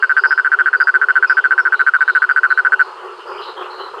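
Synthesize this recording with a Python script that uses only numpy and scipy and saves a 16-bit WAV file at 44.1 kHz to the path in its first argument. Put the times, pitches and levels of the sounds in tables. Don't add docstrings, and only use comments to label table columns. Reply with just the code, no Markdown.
import sys
import numpy as np
from scipy import signal
from scipy.fft import rfft, irfft
from scipy.io import wavfile
from scipy.ndimage import uniform_filter1d, minimum_filter1d

SR = 44100
rng = np.random.default_rng(int(sys.argv[2]) if len(sys.argv) > 2 else 0)


def generate_wav(sig):
    pcm = np.round(np.clip(np.atleast_2d(sig).T, -1, 1) * 32767).astype(np.int16)
    wavfile.write(sys.argv[1], SR, pcm)


N = 176400


def toad():
    # t/s, relative level/dB of the note's last pulse
    notes = [(0.0242, -8.0), (0.0938, -3), (0.1656, 0.5), (0.2364, -0.5), (0.3066, -4), (0.3763, -11.5),
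             (0.4461, 0.5), (0.5166, 1), (0.5876, -1.5), (0.658, -2.5), (0.729, -1.5), (0.8005, 0),
             (0.8705, -2.5), (0.94, -3.5), (1.0135, 0), (1.0846, -8), (1.1545, -5.5), (1.2251, -7),
             (1.2963, -2), (1.3687, -5.5), (1.44, -6.5), (1.5075, -4.5), (1.578, -1), (1.6514, 3),
             (1.7219, 0), (1.7933, 0), (1.8642, 0.5), (1.936, -1), (2.0063, -9.5), (2.0775, -3),
             (2.1493, -2.5), (2.219, -6), (2.2901, -7.5), (2.3611, -2.5), (2.4321, -2.5), (2.5029, -13),
             (2.5745, -4), (2.6482, -6.5), (2.7202, -19), (2.7932, -3.5)]
    # f/Hz, relative level/dB
    rasp_colour = [(30, -10), (160, -7), (300, -17), (900, -1.5), (2300, 8.5), (2900, 3), (3500, -16),
                   (4300, -10), (4700, -6.5), (5100, -13.5), (5600, -15), (7000, -24), (7900, -6),
                   (8800, -23), (10000, -30), (11000, -48)]
    pitch_hz, sink_hz_per_s = 1540.8, 7.05
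    low_ring_hz, low_ring_width_hz = 1304, 37
    motion = np.zeros(N, complex)
    for start, last_db in notes:
        add(motion, start, toad_note(pitch_hz - sink_hz_per_s * start, last_db))
    strength, phase = abs(motion), np.angle(motion)
    ring = signal.sosfilt(signal.butter(2, 515, "high", fs=SR, output="sos"), motion.imag)
    low_filter = signal.iirpeak(low_ring_hz, low_ring_hz / low_ring_width_hz, fs=SR)
    low_ring = amp(-6.5) * signal.lfilter(*low_filter, ring)
    overtones = amp(-41) * np.sin(2 * phase) + amp(-44) * np.sin(3 * phase)
    rasp = amp(-34) * noise(rasp_colour)
    return amp(-2.5) * (ring + low_ring + strength ** 2 * (overtones + rasp))


def toad_note(hz, last_db, pulses=5):
    gap_s, jitter_s, rise_s, ring_s = 0.00667, 0.00034, 0.0014, 0.0068
    t = np.arange(SR // 16) / SR
    motion = np.zeros(len(t), complex)
    for k, (late, slip, louder, detune) in enumerate(rng.standard_normal((pulses, 4))):
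        first, last = k == 0, k == pulses - 1
        start = 0.00042 if first else k * gap_s + jitter_s * late
        age = np.maximum(t - start, 0)
        swell_s = rise_s * (1.234 if first or last else 1)
        swell = np.sin(np.pi / 2 * np.minimum(age / swell_s, 1)) ** 2
        fade = np.exp(-(age / ring_s) ** 1.37)
        level_db = 1.2 * louder + last * (last_db - 1)
        sag = 1 - 0.0084 * (k - 2)
        pitch_ratio = (0.94 if last else 0.98 * sag) + 0.0073 * detune
        start_cycles = 1.012 * hz * np.sqrt(sag) * start
        cycles = start_cycles + hz * pitch_ratio * age
        phase = 2 * np.pi * cycles + 0.15 * k * slip
        motion += amp(level_db) * swell * fade * np.exp(1j * phase)
    return motion


def echoes(sound, fade_s):
    t, out = np.arange(SR // 2) / SR, np.zeros(N)
    for k in range(4):
        bounces = rng.standard_normal(len(t)) * (rng.random(len(t)) < 1 / 20)
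        bounces *= 10 ** (-3 * t / fade_s)
        share = np.cos(np.pi * (np.arange(N) / SR + k / 4)) / np.sqrt(2)
        out += signal.fftconvolve(sound * share, bounces / np.linalg.norm(bounces))[:N]
    return out


def croaks():
    # t/s, length/s, level/dB
    calls = [(2.854, 0.058, -34.5), (2.968, 0.043, -35), (3.014, 0.051, -28), (3.178, 0.03, -35.5),
             (3.252, 0.048, -25.5), (3.312, 0.068, -33.5), (3.37, 0.061, -29.5), (3.442, 0.048, -27.5),
             (3.557, 0.025, -24.5), (3.598, 0.029, -23.5), (3.637, 0.033, -27), (3.697, 0.086, -31.5),
             (3.786, 0.053, -29), (3.851, 0.031, -29), (3.925, 0.15, -30)]
    # f/Hz, relative level/dB
    colour = [(100, -39), (290, -36), (330, -19), (365, 7), (400, 0), (450, -1), (560, -5.5), (680, -13.5),
              (850, -2.5), (1130, 1), (1350, -0.5), (1600, -10.5), (2000, -18.5), (2600, -59),
              (5000, -52.5)]
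    t, power = np.arange(N) / SR, np.zeros(N)
    for start, length, db in calls:
        power += (amp(db) * far_call_shape(t - start, length, rise_s=0.015, tail_s=0.021)) ** 2
    grain = unit(np.exp(0.28 * flutter(N, rate_hz=47)))
    return np.sqrt(power) * grain * noise(colour)


def chirps():
    # t/s, length/s, pitch f/Hz, band width/Hz, level/dB
    calls = [(0.172, 0.11, 4820, 220, -45), (0.261, 0.048, 4990, 220, -38), (.55, 0.089, 3000, 280, -49),
             (0.758, 0.03, 4720, 150, -46.5), (0.793, 0.048, 4830, 110, -39.5),
             (1.073, 0.068, 2900, 260, -45.5), (1.25, 0.072, 2470, 160, -46.5),
             (1.269, 0.035, 4950, 268, -37.5), (1.331, 0.047, 4950, 150, -62), (1.361, .07, 3040, 320, -45),
             (1.573, 0.056, 5350, 200, -52), (1.703, 0.094, 2860, 287, -52), (1.745, 0.063, 4000, 280, -45),
             (1.959, 0.12, 3800, 250, -54), (2.066, 0.1, 4050, 280, -43.5), (2.277, .06, 2950, 280, -50.5),
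             (2.296, 0.031, 4710, 121, -47), (2.491, 0.034, 4080, 200, -41.5), (2.746, .04, 2850, 201, -43),
             (2.808, 0.046, 4330, 280, -46), (2.965, 0.031, 2950, 170, -45.5),
             (3.066, 0.023, 2810, 130, -46), (3.187, 0.026, 2960, 220, -43.5),
             (3.259, 0.18, 4900, 260, -50), (3.322, .05, 2420, 200, -46.5), (3.37, 0.063, 3000, 240, -38.5),
             (3.408, 0.077, 4020, 320, -39), (3.562, .06, 3210, 241, -40.5),
             (3.609, 0.033, 2810, 300, -39.5), (3.694, 0.1, 4170, 221, -44),
             (3.784, 0.023, 2990, 180, -39.5), (3.799, 0.011, 4090, 110, -36),
             (3.848, 0.034, 4040, 280, -46.5), (3.974, 0.033, 3100, 220, -41)]
    t, out = np.arange(SR // 2) / SR, np.zeros(N)
    for start, length, hz, width_hz, db in calls:
        tone = whistle(len(t), hz, width_hz)
        grain = np.exp(0.1 * flutter(len(t), rate_hz=120))
        shape = far_call_shape(t, length, rise_s=0.014, tail_s=0.046)
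        add(out, start, amp(db) * shape * unit(tone * grain))
    return out


def chorus():
    # f/Hz, relative level/dB
    colour = [(20, -26.5), (150, -31), (280, -25), (325, -20.5), (365, 5.5), (400, 3.5), (450, 0),
              (560, -5.5), (680, -8.5), (850, -1), (1130, 3), (1350, 3), (1600, -10.5), (2200, -18.5),
              (2900, -11.5), (3500, -21.5), (4300, -24), (4650, -22), (5050, -26.5), (5700, -43.5),
              (7000, -53)]
    patch_db = 2.4
    frames, bands = N // 256 + 5, 513
    real, imag, patches = rng.standard_normal((3, frames, bands)).transpose(0, 2, 1)
    patches = uniform_filter1d(patches, size=14, axis=0)
    patches = unit(uniform_filter1d(patches, size=14, axis=1))
    grid = (real + 1j * imag) * amp(patch_db * patches)
    wash = signal.istft(grid, nperseg=1024, noverlap=768)[1][:N]
    return amp(-34.5) * tint(wash, colour)


def insects():
    # pitch f/Hz, throb rate/Hz, level/dB
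    singers = [(4282, 17, -59.5), (5034, 10, -66)]
    t, out = np.arange(N) / SR, np.zeros(N)
    for hz, throb_hz, db in singers:
        throb = 1 + 0.45 * np.sin(2 * np.pi * throb_hz * t)
        out += amp(db) * whistle(N, hz, width_hz=50) * throb
    return out


def far_call_shape(t, length, rise_s, tail_s):
    return np.clip(t / rise_s, 0, 1) * np.exp(-np.maximum(t - length, 0) / tail_s)


def whistle(count, hz, width_hz):
    offset = (np.fft.rfftfreq(count, 1 / SR) - hz) / width_hz
    spectrum = rfft(rng.standard_normal(count)) / (1 + offset ** 2 + (offset / 2) ** 4)
    return unit(irfft(spectrum, count))


def flutter(count, rate_hz):
    hz = np.fft.rfftfreq(count, 1 / SR)
    return unit(irfft(rfft(rng.standard_normal(count)) * np.exp(-(hz / rate_hz) ** 2), count))


def noise(colour):
    return tint(rng.standard_normal(N), colour)


def tint(sound, colour):
    table_hz, table_db = np.transpose(colour)
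    hz = np.fft.rfftfreq(N, 1 / SR)
    db = np.interp(np.log(hz + 1), np.log(table_hz + 1), table_db)
    return unit(irfft(rfft(sound) * amp(db), N))


def amp(db):
    return 10 ** (np.asarray(db) / 20)


def unit(x):
    return x / np.sqrt(np.mean(x ** 2) + 1e-20)


def add(mix, start_s, sound):
    part = mix[max(round(start_s * SR), 0):][:len(sound)]
    part += sound[:len(part)]


def scene():
    trill = toad()
    scatter = amp(-17) * echoes(trill, fade_s=0.041)
    forest = amp(-25.5) * echoes(trill, fade_s=1)
    near = trill + scatter + forest
    add(near, start_s=0.00219, sound=amp(-16.5) * trill)
    return (near + croaks() + chirps() + insects() + chorus())[None]


def record(dry):
    # f/Hz, relative level/dB
    hiss_colour = [(20, -5), (5000, 2.5), (8000, 1), (9900, -1.5), (10200, -32.5), (15000, -35)]
    ceiling, mirror_hz, cutoff_hz = 0.86, 16000, 15200
    gain = np.minimum(ceiling / (abs(dry) + 1e-9), 1)
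    gain = minimum_filter1d(gain, size=130)
    gain = uniform_filter1d(uniform_filter1d(gain, size=60), size=60)
    held = dry * gain
    treble = np.diff(held, 2, prepend=0, append=0)
    mirror = amp(-25) * treble * 2 * np.cos(2 * np.pi * mirror_hz * np.arange(N) / SR)
    hiss = amp(-59) * noise(hiss_colour)
    treble_cut = signal.firwin(511, cutoff_hz, window=("kaiser", 9), fs=SR)
    return signal.oaconvolve(held + mirror + hiss, treble_cut[None], "same")


dry = scene()
out = record(dry)
generate_wav(out)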